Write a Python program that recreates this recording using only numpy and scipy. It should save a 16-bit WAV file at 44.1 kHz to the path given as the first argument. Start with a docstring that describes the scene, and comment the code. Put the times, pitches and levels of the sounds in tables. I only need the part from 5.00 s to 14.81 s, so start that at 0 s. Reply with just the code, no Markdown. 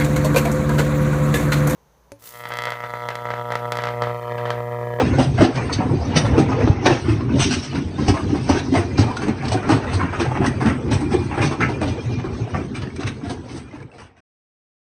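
"""Jaw crusher in a quarry

The jaw bites about four times a second: filtered noise rumbles, grinds and trickles with each stroke.
Damped sines make the boulders' knocks, the frame's booms and the taps of stone on stone.
Stones crack as bursts of coloured noise with clunks and shards, a loose steel bar rings, the drive whines.
Steel walls answer the blows; the sound fades and stops."""
import sys
import numpy as np
from scipy import signal
from scipy.fft import rfft, irfft, next_fast_len
from scipy.io import wavfile
from scipy.ndimage import uniform_filter1d, map_coordinates

SR = 44100
rng = np.random.default_rng(int(sys.argv[2]) if len(sys.argv) > 2 else 0)


def generate_wav(sig):
    """Save sig (samples, or channels by samples) to the path in sys.argv[1] as 16-bit PCM at SR."""
    pcm = np.round(np.clip(np.atleast_2d(sig).T, -1, 1) * 32767).astype(np.int16)
    wavfile.write(sys.argv[1], SR, pcm)


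N = 432621  # samples
STOP_S = 9.205  # the sound ends here


def amp(db):
    """Decibel law: the amplitude ratio of a level in dB."""
    return 10 ** (np.asarray(db) / 20)


def unit(x):
    """Normalisation: x at rms 1."""
    return x / np.sqrt(np.mean(x ** 2) + 1e-20)


def along(points, hz):
    """Interpolation of (f/Hz, value) points on a logarithmic frequency axis."""
    f, v = np.transpose(points)
    return np.interp(np.log(hz + 1), np.log(f + 1), v)


def wobble(rate):
    """Slow random modulation: a smooth curve through random knots, rate knots a second."""
    return map_coordinates(rng.standard_normal(int(N * rate / SR) + 4), [np.arange(N) * rate / SR])


def filtered(x, response):
    """Linear filtering: the spectrum of x times a response of frequency."""
    m = next_fast_len(N + SR // 2)
    return irfft(rfft(x, m) * response(np.fft.rfftfreq(m, 1 / SR)), m)[..., :N]


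def coloured(x, spectrum):
    """Spectral shaping: x with the colour of (f/Hz, level/dB) points."""
    return filtered(x, lambda hz: amp(along(spectrum, hz)))


def add(track, s, sound):
    """Superposition: mixes a sound into a track at s seconds."""
    part = track[round(s * SR):][:len(sound)]
    part += sound[:len(part)]


def fading(t, t60, attack, hold=1):
    """Damping: a soft rise, then a fall of 60 dB in t60 (20 ms at least); hold over 1 delays the drop."""
    return (1 - np.exp(-t / attack)) * amp(-60 * (t / max(t60, .02)) ** hold)


def grainy(rate, spread_db, life, hiss, ring_db):
    """Granular noise: random contacts of random size over steady noise, with briefly ringing pitches."""
    sizes = (rng.random(N) < rate / SR) * amp(spread_db * np.minimum(rng.exponential(1, N), 2))
    puffs = signal.lfilter([1], [1, -np.exp(-1 / (life * SR))], sizes)
    z = signal.stft(rng.standard_normal(N), nperseg=1024)[2]

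    def smooth_field(bins, frames):
        across = uniform_filter1d(rng.standard_normal(z.shape), size=bins, axis=0)
        return unit(uniform_filter1d(across, size=frames, axis=1))

    pitches = smooth_field(2, 3)
    patches = smooth_field(24, 4)  # broad random patches of colour come and go
    ringing = signal.istft(z * amp(ring_db * (pitches + 0.6 * patches)), nperseg=1024)[1][:N]
    return (unit(puffs) + hiss) * ringing


PEBBLE_COUNT = 2200
PEBBLE_HZ, PEBBLE_SPREAD_DB = 1145, 3.5  # middle pitch and its scatter, as a ratio in dB
PEBBLE_CYCLES = 18  # cycles until the ring is 60 dB down
PEBBLE_DB, PEBBLE_SCATTER_DB = 0, 3  # level and its scatter


def pebbles():
    """Impact resonance: loose stones knock at random moments, each a few cycles at its own pitch."""
    when = rng.random(PEBBLE_COUNT)
    pitch_luck, level_luck = np.clip(rng.standard_normal((2, PEBBLE_COUNT, 1)), -2, 2)
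    t = np.arange(1024) / SR
    hz = np.clip(PEBBLE_HZ * amp(PEBBLE_SPREAD_DB * pitch_luck), 300, 7000)
    level_db = PEBBLE_DB + PEBBLE_SCATTER_DB * level_luck
    rings = amp(level_db - 60 * t * hz / PEBBLE_CYCLES) * np.sin(2 * np.pi * hz * t)
    rings *= 1 - np.exp(-hz * t)  # rounded stones meet softly
    places = (when * N).astype(int)[:, None] + np.arange(len(t))
    return np.bincount(places.ravel(), rings.ravel())[:N]


# course of the load before the strokes swell it: t/s, rumble level/dB, grinding level/dB, grit level/dB
LOAD_COURSE = [(0.0, -14.5, -18.5, -35), (0.2, -21, -40.5, -44.5), (0.6, -23.5, -28, -40.5),
               (0.85, -20, -33, -45.5), (1.1, -22, -30, -43), (1.35, -19, -29.5, -46),
               (1.6, -21.5, -26, -45), (1.8, -25, -34.5, -46), (2.0, -27, -51, -38.5), (2.3, -23, -34, -52),
               (2.45, -20, -36.5, -30), (2.65, -31.5, -43, -38.5), (2.8, -23, -39.5, -42),
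               (2.95, -27, -39.5, -47.5), (3.15, -24, -39, -45.5), (3.6, -22.5, -36.5, -36.5),
               (4.25, -26.5, -37, -50), (4.7, -24.5, -26, -44.5), (5.15, -26, -36.5, -44.5),
               (5.6, -22, -34, -48.5), (6.5, -23.5, -36.5, -44.5), (7.2, -23.5, -34, -41.5),
               (8.0, -22, -37, -45.5), (8.55, -21.5, -30, -38.5), (8.9, -24.5, -32, -49),
               (9.2, -24, -31, -47)]
# resonances of the frame: f/Hz, width/Hz, level/dB
FRAME_MODES = [(59.6, 30, -8.5), (89, 24, 0.5), (132.4, 23, 0.5), (251, 59.5, -2.5), (390, 73, -7.5)]
# spectrum of grinding stone: f/Hz, level/dB
STONE_COLOUR = [(260, -30), (450, 7.5), (557, -2), (840, -3.5), (1190, -9.5), (2480, -13.5), (3200, -27),
                (4160, -45), (7040, -120)]
# spectrum of grit, and of the sharp edge of a crack: f/Hz, level/dB
GRIT_COLOUR = [(1500, -16.5), (2800, -0.5), (4000, 0), (5800, 0), (8500, -5), (10500, -10)]
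JAW_HZ, JAW_SHUT_S = 4.175, 5.21  # strokes a second; one moment at which the jaw is shut
RUMBLE_SWELL_DB, GRIND_SWELL_DB, GRIT_SWELL_DB = 2.5, 1, 1.5  # rise as the jaw shuts, fall as it opens


def frame_response(f):
    """Modal superposition: resonances of alternating sign under a steep cut above 520 Hz."""
    modes = 0
    for k, (centre, width, db) in enumerate(FRAME_MODES):
        damping = 1j * f * width
        modes = modes + (-1) ** k * amp(db) * damping / (centre * centre - f * f + damping)
    return modes / (1 + (f / 520) ** 4)


def machine():
    """Periodic modulation: frame rumble, grinding stone and trickling grit swell as the jaw shuts."""
    s, rumble_db, grind_db, grit_db = np.transpose(LOAD_COURSE)
    t = np.arange(N) / SR
    stroke = np.cos(2 * np.pi * JAW_HZ * (t - JAW_SHUT_S))
    shake_db = 1.1 * wobble(20)
    rumble_gain = amp(np.interp(t, s, rumble_db) + RUMBLE_SWELL_DB * stroke)
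    grind_gain = amp(np.interp(t, s, grind_db) + GRIND_SWELL_DB * stroke + shake_db)
    grit_gain = amp(np.interp(t, s, grit_db) + GRIT_SWELL_DB * stroke + shake_db + 0.6 * wobble(7.4))
    shocks = grainy(rate=90, spread_db=0.5, life=0.026, hiss=3.2, ring_db=2.2)
    rumble = unit(filtered(shocks, frame_response))
    # the same contacts make grinding and grit
    contacts = grainy(rate=410, spread_db=6.5, life=0.007, hiss=7.4, ring_db=4.5)
    grind = 0.93 * unit(coloured(contacts, STONE_COLOUR)) + np.pad(pebbles(), (0, N))[:N]
    grit = unit(coloured(contacts, GRIT_COLOUR))
    return rumble_gain * rumble + grind_gain * grind + grit_gain * grit


SAG, SAG_S = 0.13, 0.016  # a heavy blow starts this share sharp; time constant of the settling


def thuds(table, attack, rattle, hold):
    """Damped oscillation: each heavy blow is one low swing with a rattle of nearby plate tones."""
    out, t = np.zeros(N), np.arange(SR // 3) / SR
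    nearby = rng.uniform(0.6485, 1.45, (len(table), 3))
    for (s, db, hz, t60), near in zip(table, nearby):
        sagging_t = t + SAG * SAG_S * (1 - np.exp(-t / SAG_S))
        swing = np.sin(2 * np.pi * hz * sagging_t)
        plates = np.sin(2 * np.pi * hz * near[:, None] * t).sum(0)
        add(out, s - .004, amp(db) * fading(t, t60, attack, hold) * (swing + rattle * plates))
    return out


# boulders on the hopper plates: t/s, level/dB, f/Hz
BOULDER_KNOCKS = [(0.041, -23.5, 190), (0.193, -6, 250), (0.389, -18, 223), (0.411, -2, 313),
                  (0.426, 3.5, 268), (0.441, -11, 251), (0.792, -9.5, 272), (1.165, -12, 185),
                  (1.383, 2.5, 300), (1.405, -9, 193), (1.495, -13.5, 252), (1.626, -13, 235),
                  (1.867, -1, 266), (1.902, -6, 315.6), (2.086, -10, 294), (2.296, -20.5, 279),
                  (2.343, -8.5, 200.5), (2.453, -14, 288), (2.51, -15, 233.4), (2.752, -13, 264),
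                  (2.991, -20, 260), (3.011, -12, 250), (3.082, -8.5, 290), (3.098, -4, 252),
                  (3.324, -14, 280), (3.5, -3.5, 250), (3.553, -9.5, 282), (3.727, -5, 253),
                  (3.787, -11, 275), (3.991, -1, 258), (4.231, -19.5, 294), (4.287, -9, 212),
                  (4.546, -11, 259.5), (4.698, -3, 282.5), (4.714, -12, 291), (4.74, -18.5, 268),
                  (4.954, -22, 296.5), (5.031, -18, 259), (5.206, -14.5, 326), (5.395, -10.5, 285),
                  (5.623, -12.5, 295), (5.659, -5.5, 263), (5.832, -27, 331), (6.019, -17.5, 283),
                  (6.143, -8, 331), (6.381, -10, 310), (6.432, -8.5, 282), (6.511, -21, 315),
                  (6.59, -13, 254), (6.695, -14, 303), (6.815, -9.5, 293), (7.247, -11, 309),
                  (7.987, -7.5, 273), (8.235, -8, 257), (8.307, -11, 252), (8.54, -16, 321),
                  (8.74, -13, 279.5), (8.991, -17, 261)]
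KNOCK_T60, KNOCK_DB = 0.09, -9  # t60/s of a blow at this level/dB
DAMPING_DB = 0.5  # dB that the t60 shortens per dB of blow


def knocks():
    """Level-dependent damping: boulders knock on plates, and harder knocks die sooner."""
    table = [(s, db, hz, KNOCK_T60 * amp(-DAMPING_DB * (db - KNOCK_DB))) for s, db, hz in BOULDER_KNOCKS]
    return thuds(table, attack=0.0057, rattle=0.5, hold=1.202)


CHIP_COUNT = 35
CHIP_DB, CHIP_BITE_DB, CHIP_SHARP_DB = -26.5, -8, -22.5  # middle levels, as in the table of cracks
CHIP_T60, CHIP_HZ = 0.19, 776.5  # decay scale in s, middle clunk pitch
CHIP_SCATTER_S, CHIP_SCATTER_DB = 0.084, 4


def chips():
    """Clustered random events: rows of small breaks, scattered around random strokes of the jaw."""
    luck = rng.standard_normal((CHIP_COUNT, 5))
    strokes = np.round(JAW_HZ * (STOP_S * rng.random(CHIP_COUNT) - JAW_SHUT_S))
    times = JAW_SHUT_S + strokes / JAW_HZ + CHIP_SCATTER_S * luck[:, 0]
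    rows = []
    for s, (a, b, c, d) in zip(np.clip(times, .01, STOP_S), luck[:, 1:]):
        db = CHIP_DB + CHIP_SCATTER_DB * a
        bite_db = CHIP_BITE_DB + CHIP_SCATTER_DB * b
        sharp_db = CHIP_SHARP_DB + CHIP_SCATTER_DB * c
        rows.append((s, db, bite_db, sharp_db, CHIP_T60, CHIP_HZ * amp(2 * d)))
    return rows


# breaking stones: t/s, level/dB, bite level/dB, sharpness level/dB, decay scale/s, clunk f/Hz
STONE_BREAKS = [(0.137, -11.5, -11, -20, 0.2, 535), (0.188, -4, -15, -13, 0.19, 534),
                (0.228, -28, -18, 3, 0.16, 694), (0.382, -12.5, -5, -15, 0.23, 702),
                (0.412, -4, -16, -13, 0.2, 541), (0.559, -18, -6, -4, 0.089, 870),
                (0.698, -11.5, -11, -33, 0.07, 920), (0.73, -29, -15, 16.5, 0.11, 526),
                (0.778, -27, -17.5, -21, 0.098, 568), (0.805, -15, -14, -29, 0.24, 745),
                (1.132, -22.5, -7, -17.5, 0.35, 840), (1.165, -4, -11.5, -4, 0.12, 502),
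                (1.25, -9.5, -13, -15.5, 0.18, 546), (1.341, -15, -17, -34, 0.13, 874),
                (1.382, -11, -10, -7.5, 0.17, 543), (1.494, -15, -34, -14.5, 0.14, 990),
                (1.52, -13, -19, -28, 0.22, 1060), (1.598, -17.5, -11, -11.5, 0.36, 788),
                (1.676, -14, -29, -18, 0.19, 558), (1.862, 1.7, -8.5, -9.5, 0.095, 692),
                (1.907, -10.5, -5.5, -9.5, 0.24, 684), (2.058, -28, -3, -24, 0.18, 1140),
                (2.091, -17.5, -8, -8, 0.2, 1032), (2.207, -24, -7, -27.5, 0.1, 1120),
                (2.291, -24, -5, -24, 0.23, 970), (2.397, -19.5, 3.5, 8.5, 0.099, 1990),
                (2.415, -19.5, -5, 11, 0.22, 1495), (2.512, -21, 4, 9, 0.12, 1590),
                (2.53, -24, -2.5, 8, 0.12, 1105), (2.63, -28.5, 0, 6.5, 0.18, 1470),
                (2.75, -19, -3.5, -10, 0.13, 960), (2.985, -21.5, -9, -6, 0.49, 1035),
                (3.085, -6, -6.5, -4, 0.098, 740), (3.143, -12.5, -16, -17.5, 0.23, 1064),
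                (3.293, -23.5, -15, -7.5, 0.26, 794), (3.347, -14, -18, -19, 0.15, 764),
                (3.469, -21, -11, -17, 0.13, 885), (3.496, -6, -9.5, -8.5, 0.13, 740),
                (3.55, -15, -4, -13.5, 0.17, 797), (3.585, -21, -12, 2, 0.084, 750),
                (3.725, -24, -10, -15, 0.18, 710), (3.743, -7.5, -9.5, -13, 0.26, 689),
                (3.983, -9.5, -9.5, -6, 0.21, 730), (4.078, -20, -16, -14, 0.44, 758),
                (4.17, -17, -22, -7, 0.062, 1405), (4.222, -16, -3.5, -11, 0.16, 1145),
                (4.285, -10.5, -12.5, -17.5, 0.1, 837), (4.425, -19.5, -7, -14, 0.27, 770),
                (4.457, -19, -4, -2, 0.044, 780), (4.486, -17, -18, -2.5, 0.04, 760),
                (4.522, -8.5, -19, -8.5, 0.12, 696), (4.631, -21, -8.5, -23, 0.36, 1372),
                (4.694, -8, -7.5, -9.5, 0.26, 807), (4.87, -25, -0.5, -15.5, 0.46, 873),
                (4.935, -22.5, -13, 3, 0.13, 1050), (4.997, -16.5, -3.5, -35, 0.36, 1067),
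                (5.132, -20, -1.5, -31, 0.3, 1287), (5.2, -15.5, -1, -7, 0.15, 950),
                (5.256, -12, -7, -35, 0.056, 765), (5.316, -16, -10, -42, 0.11, 883),
                (5.355, -12.5, -4.5, -34, 0.12, 859), (5.416, -18, -1, -27.5, 0.21, 715),
                (5.445, -11.5, -9.5, -15.5, 0.075, 822), (5.465, -16.5, -9, 2.5, 0.084, 1850),
                (5.609, -12.5, -4.5, -18, 0.19, 754), (5.662, -10, -10, -18, 0.11, 753),
                (5.69, -14, -4, -16, 0.11, 774), (5.916, -12, -9.5, -4.5, 0.19, 873),
                (6.011, -18.5, -18, -14, 0.17, 783), (6.121, -14, -8, -11.5, 0.13, 814),
                (6.145, -9.5, -20, -21, 0.067, 706), (6.314, -18, -3.5, -36, 0.45, 836),
                (6.35, -20, -11, -20, .15, 810), (6.38, -9, -9, -35.5, 0.097, 820),
                (6.42, -12, -10, -3.5, 0.23, 1000), (6.512, -17, -6, -10, 0.18, 800),
                (6.607, -10.5, 2, -20, 0.19, 1324), (6.692, -14, -27, -17, 0.12, 764),
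                (6.817, -6.5, -10.5, -16, 0.13, 623), (6.881, -20, -4, -3, 0.13, 629.7),
                (7.19, -18, -6.5, -13, 0.13, 740), (7.243, -17, -8.5, -15, 0.15, 1085),
                (7.547, -10.5, -4.5, -21, 0.2, 535), (7.753, -17, -3, -5, 0.19, 2330),
                (7.822, -14.5, -7, -6.5, 0.094, 604), (7.965, -16, -8, -6, 0.05, 1410),
                (8.0, -16, -4, -4.5, 0.19, 760), (8.035, -11.5, -7, -8, 0.052, 880),
                (8.071, -12.5, -1.5, 2.5, 0.094, 810), (8.301, -11, -13, -4, 0.12, 745),
                (8.24, -19.5, -6, -5, 0.31, 696), (8.49, -25, -4, 1.5, 0.35, 746),
                (8.565, -21, 3, 3, 0.11, 700), (8.73, -14.5, -9, -15, 0.24, 626),
                (8.828, -24, 7, -10, 0.026, 790), (8.93, -16.5, -10, -10, 0.24, 720),
                (8.985, -18.5, 1, 0, 0.31, 698), (9.17, -15, 0.5, -11, 0.17, 723)]
# soft body of a crack: f/Hz, level/dB
BODY_COLOUR = [(300, -7.5), (480, 0), (750, 3.5), (1000, -2), (1800, -36)]
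# hard middle of a crack: f/Hz, level/dB
BITE_COLOUR = [(600, -33), (1100, -2), (1500, 1.5), (2100, -2.5), (2700, -7.5), (4000, -33)]
STRAIN_S, STRAIN_DB = 0.0063, -11  # crunch before a break: growth time, level relative to the break
SHARDS, SHARD_DB = 5, -5.5  # fragments after each break, their relative level
SHARD_S = .05  # mean delay of a fragment at a decay scale of 0.15 s


def cracks():
    """Brittle fracture: stones strain, crumble as three bands of noise, clunk and shed fragments."""
    (body, bite, edge, clunk), t = np.zeros((4, N)), np.arange(SR // 3) / SR
    stones = STONE_BREAKS + chips()
    crumble = grainy(rate=600, spread_db=2.5, life=0.003, hiss=2.2, ring_db=3.5)
    nearby = rng.uniform(.6, 1.6, (len(stones), 4))
    for (s, db, bite_db, sharp_db, t60, hz), near in zip(stones, nearby):
        # the crunch grows louder and louder up to the break
        strain = amp(db + STRAIN_DB) * np.exp(-t[SR // 10::-1] / STRAIN_S)
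        for layer, part_db in [(body, -9.4), (bite, bite_db - 2.0), (edge, sharp_db - 4.0)]:
            add(layer, max(s - len(strain) / SR, 0), amp(part_db) * strain)

        body_fall = fading(t, t60, attack=0.013)
        bite_fall = fading(t, 0.87 * t60, attack=0.0055, hold=1.41)
        edge_fall = fading(t, 0.67 * t60, attack=0.07 * t60, hold=1.54)
        add(body, s - .006, amp(db - 10.0) * body_fall)
        add(bite, s - .002, amp(db + bite_db - 8.5) * bite_fall)
        add(edge, s - .004, amp(db + sharp_db - 6.0) * edge_fall)

        tones = np.sin(2 * np.pi * hz * t) + 0.4 * np.sin(2 * np.pi * hz * near[:, None] * t).sum(0)
        add(clunk, s - .003, amp(db - 7.5) * fading(t, 0.55 * t60, attack=0.0026) * tones)

        short_t = t[:2048]
        for wait, size, small in rng.exponential(1, (SHARDS, 3)):
            shard_hz = hz * (1 + 0.49 * small)
            shard = fading(short_t, 0.038, attack=0.00099) * np.sin(2 * np.pi * shard_hz * short_t)
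            shard_db = db + SHARD_DB - 6 * (wait + size + small)
            add(clunk, s + SHARD_S * wait * t60 / .15, amp(shard_db) * shard)
    bands = [(body, BODY_COLOUR), (bite, BITE_COLOUR), (edge, GRIT_COLOUR)]
    return sum(shape * unit(coloured(crumble, colour)) for shape, colour in bands) + clunk


# shocks of the frame: t/s, level/dB, f/Hz, t60/s
FRAME_BOOMS = [(0.154, -15.5, 129.3, 0.27), (0.27, -12, 131, .2), (0.325, -10.5, 122, .2),
               (0.401, -5, 105, .15), (0.55, -14, 123, 0.29), (0.765, -9, 103.4, .18),
               (0.91, -13, 125, 0.17), (0.988, -19.5, 74.3, .25), (1.083, -12.5, 87.8, .2),
               (1.161, -4.5, 151, 0.14), (1.238, -10.5, 111.1, 0.16), (1.394, -7, 135, .17),
               (1.643, -1.5, 99.6, .08), (1.702, 6, 93, 0.062), (1.872, -12, 122.5, 0.099),
               (1.918, -7.5, 120.5, .12), (2.09, -10, 107, 0.23), (2.338, -9.5, 122.8, .2),
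               (2.394, -10.5, 130.8, 0.19), (2.778, -23, 136, .3), (3.088, -2.5, 90.1, .14),
               (3.399, -13.5, 128.3, 0.24), (3.504, -12.5, 85, .2), (3.77, -8, 96, .18),
               (3.849, -23, 78.7, .3), (3.991, -6.5, 95.7, 0.19), (4.03, -10.5, 110, 0.23),
               (4.3, -17, 130.5, 0.19), (4.523, -14, 106.6, .25), (4.726, -5.5, 108, .15),
               (4.942, -10, 92.3, .2), (5.269, -13, 123, 0.27), (5.613, -18, 136, 0.33),
               (5.913, -17, 108.6, 0.32), (6.137, -14, 129.4, 0.25), (6.403, -13.5, 108, .2),
               (6.443, -12, 141, 0.24), (6.654, -18, 123, .25), (6.821, -15.5, 113, .25),
               (7.059, -13, 117, 0.28), (7.176, -13, 119, .2), (7.273, -16.5, 112.6, 0.17),
               (7.42, -6, 113, 0.13), (7.55, -21.5, 121.4, .25), (7.77, -24, 113, .3),
               (8.045, -7.5, 100.7, 0.18)]


def booms():
    """Impulsive excitation: shocks set the heavy frame swinging at low pitches."""
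    return thuds(FRAME_BOOMS, attack=0.009, rattle=0.22, hold=1.22)


# short hard knocks of one stone on another: t/s, level/dB, f/Hz, t60/s (20 ms at least)
STONE_TAPS = [(0.584, -15.5, 2394, 0.053), (1.051, -26, 790, 0.056), (1.158, -11.5, 1197, .02),
              (1.167, -6, 1940, 0.035), (1.367, -17.5, 2460, 0.033), (1.382, -5, 400, 0.057),
              (1.599, -15.5, 781, .05), (1.676, 5.5, 304, .05), (1.677, -15, 1505, .02),
              (1.859, -4, 1130, 0.037), (1.874, -3, 421, 0.038), (1.862, 1.5, 617, 0.047),
              (1.907, -2.5, 737, 0.041), (1.925, -4, 480, 0.039), (2.209, -17, 1050, 0.063),
              (3.082, -8, 743, 0.062), (3.498, -2.5, 852, 0.056), (3.743, -7, 680, 0.036),
              (3.985, -7.5, 1380, 0.025), (4.171, -6, 1430, 0.018), (4.425, -17, 1630, 0.025),
              (4.457, -24, 4500, 0.019), (4.488, -15.5, 5140, 0.018), (4.521, -11.5, 2400, 0.023),
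              (4.545, -7, 740, 0.075), (4.574, -13, 1500, .04), (4.63, -13, 1344, .07),
              (4.845, -13, 1230, 0.037), (4.997, -15, 1510, .03), (5.014, -7, 1055, 0.061),
              (5.034, -12, 1090, 0.033), (5.148, -14, 1250, 0.083), (5.2, -10, 2460, 0.033),
              (5.261, -11, 853, 0.059), (5.316, -12.5, 858, 0.072), (5.355, -16, 870, 0.045),
              (5.374, -7.5, 840, 0.037), (5.417, -13.5, 710, .05), (5.468, -6, 1940, 0.031),
              (5.61, -20, 1110, 0.027), (5.7, -14, 1995, 0.064), (6.381, -4, 770, 0.031),
              (6.421, -7.5, 2440, 0.056), (6.607, -3.5, 1335, .13), (6.615, -12, 1770, 0.14),
              (6.632, -11, 2025, 0.082), (7.752, -19, 2390, 0.035), (7.873, -16, 1800, .04),
              (7.904, -20, 2220, .04), (7.966, -15.5, 2360, .03), (8.081, -16, 1160, .04),
              (8.495, -15, 2200, .04), (8.712, -14, 2060, 0.035), (8.758, -14, 910, .04),
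              (8.804, -10, 1670, .025), (8.828, -12, 2300, .025), (8.917, -13, 2660, 0.033),
              (8.938, -17, 2220, .04), (8.985, -9.5, 1420, .03)]
TAP_CLICK_DB = -13.5  # level of the click at contact
CLICK_REACH = 3.5  # the click is dull above this multiple of the stone's pitch


def taps():
    """Contact and resonance: a click and a brief ring at the stone's pitch; big stones click dully."""
    out, t = np.zeros(N), np.arange(SR // 10) / SR
    for s, db, hz, t60 in STONE_TAPS:
        ring = fading(t, t60, attack=.001) * np.sin(2 * np.pi * hz * t)
        dull = signal.butter(2, min(CLICK_REACH * hz, SR / 3), fs=SR)
        noise = unit(signal.lfilter(*dull, rng.standard_normal(len(t))))
        click = amp(TAP_CLICK_DB) * fading(t, 0.021, attack=.0005) * noise
        add(out, s - .001, amp(db - 7) * (ring + click))
    return out


# stones strike the bar: t/s, level/dB
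BAR_STRIKES = [(1.16, 3), (1.86, -18.5), (2.398, -9), (2.5122, -9), (5.465, -17.5), (6.4223, -19)]
# tones of the steel bar: f/Hz, level/dB, t60/s
BAR_MODES = [(1940, -2.5, 0.1), (4270, -20.5, .12), (4870, -19.5, 0.066), (4740, -11.5, .15),
             (5330, -9.5, .12), (5800, 0, 0.08), (5850, 6, 0.11), (6270, 0.5, 0.08), (8900, -13, 0.36)]
BAR_RATTLE = 0.87  # depth of the loose bar's buzz, less for tones that ring long


def bar():
    """Modal vibration: strikes ring the loose bar at new strengths, each tone with its own buzz."""
    out, t = np.zeros(N), np.arange(SR // 2) / SR
    buzzes = [1 + BAR_RATTLE * wobble(220) / (1 + 8 * t60) for hz, level, t60 in BAR_MODES]
    strengths = rng.normal(0, 1.7, (len(BAR_STRIKES), len(BAR_MODES)))  # dB
    for (s, db), luck in zip(BAR_STRIKES, strengths):
        ring = 0
        for (hz, level, t60), luck_db, buzz in zip(BAR_MODES, luck, buzzes):
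            envelope = amp(level + luck_db) * fading(t, t60, attack=0.004)
            ring = ring + envelope * buzz[round(s * SR):][:len(t)] * np.sin(2 * np.pi * hz * t)
        add(out, s, amp(db - 22.5) * ring)
    return out


# reverberation of the yard: f/Hz, t60/s
YARD_DECAY = [(200, 0.28), (1000, 0.3), (8000, 0.18)]


def yard(x, size=8192):
    """Reverberation: steel walls answer; each short stretch gets a fresh tail, so no one colour dominates."""
    parts = np.pad(x, (0, -N % size)).reshape(-1, size)
    hz, t, z = signal.stft(rng.standard_normal((len(parts), 2 * size)), SR, nperseg=256)
    decay = amp(-60 * t / along(YARD_DECAY, hz)[:, None])  # each frequency dies at its own speed
    tails = signal.istft(z * decay, SR, nperseg=256)[1]
    tails = tails / np.linalg.norm(tails, axis=1, keepdims=True)
    out = np.zeros(N)
    for k, answer in enumerate(signal.fftconvolve(parts, tails, axes=1)):
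        add(out, k * size / SR, answer)
    return out


# faint chirps of the whine: t/s, length/s, level/dB
WHINE_CHIRPS = [(3.837, 0.096, -46), (3.938, 0.19, -43), (6.05, 0.066, -40), (6.11, 0.14, -38.5),
                (6.402, 0.24, -49), (6.723, 0.065, -36), (6.812, 0.052, -31), (6.9, 0.058, -39),
                (6.973, 0.048, -32), (7.072, .12, -41), (7.18, 0.097, -42), (7.31, 0.057, -42),
                (7.406, 0.067, -44), (7.55, 0.074, -38), (8.614, 0.097, -42)]
WHINE_HZ, WHINE_FLICKER_DB = 2406, 2


def whine():
    """Narrow-band tone: a thin broken sound from the drive, an unsteady sine inside narrow noise."""
    t = np.arange(N) / SR
    level = 0
    for s, length, db in WHINE_CHIRPS:
        level = level + amp(db) * np.clip(np.minimum(t - s, s + length - t) / 0.021, 0, 1)
    fuzz = unit(filtered(rng.standard_normal(N), lambda f: 1 / (1 + ((f - WHINE_HZ) / 22) ** 2)))
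    sine = np.sin(2 * np.pi * np.cumsum(WHINE_HZ + 6 * wobble(27)) / SR)
    return level * amp(WHINE_FLICKER_DB * wobble(30)) * (0.94 * sine + 0.45 * fuzz)


def scene():
    """Superposition of the machine, the blows, their echo, the booms and the whine."""
    blows = knocks() + cracks() + taps() + bar()
    echo = amp(-6) * yard(blows)
    return (machine() + blows + echo + booms() + whine())[None]


# drift of the top treble: t/s, level/dB
TREBLE_DRIFT = [(0, -2), (0.7, -0.5), (1.3, 0.5), (1.75, -6.5), (2.3, -0.5), (3.2, -2.5), (4.2, 1.5),
                (5.3, 3), (6.3, 3.5), (6.8, -3), (7.7, -0.5), (8.5, 3.5), (9.2, 4.5)]
# colour of the microphone: f/Hz, level/dB
MICROPHONE_COLOUR = [(20, -2), (70, 0.5), (6300, -1.5), (6900, -13), (7300, -28.5), (7700, -7),
                     (8100, -3.5), (9000, -6), (10500, -26)]
TREBLE_HZ, TREBLE_FLICKER_DB = 7300, 2  # where the top treble begins; its random flicker
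CEILING = .92  # amplitude at which the overload bends
FADE_START_S, FADE_END_S = 6.15, 9.28  # straight slide of the level from full to nothing
TOP_HZ = 10600  # band limit


def record(dry):
    """Transmission chain: unsteady treble, microphone colour, soft overload, fade, stop, band limit."""
    t = np.arange(N) / SR
    treble = filtered(dry, lambda hz: 1 / (1 + (TREBLE_HZ / (hz + 1)) ** 30))
    treble_db = np.interp(t, *np.transpose(TREBLE_DRIFT)) + TREBLE_FLICKER_DB * wobble(14)
    x = coloured(dry + (amp(treble_db) - 1) * treble, MICROPHONE_COLOUR)
    x = x / (1 + np.abs(x / CEILING) ** 6) ** (1 / 6)
    fade = np.interp(t, (FADE_START_S, FADE_END_S), [1, 0])
    stop = np.clip((STOP_S - t) / 0.0017, 0, 1)
    return filtered(x * fade * stop, lambda hz: 1 / (1 + (hz / TOP_HZ) ** 160))


dry = scene()
out = record(dry)
generate_wav(out)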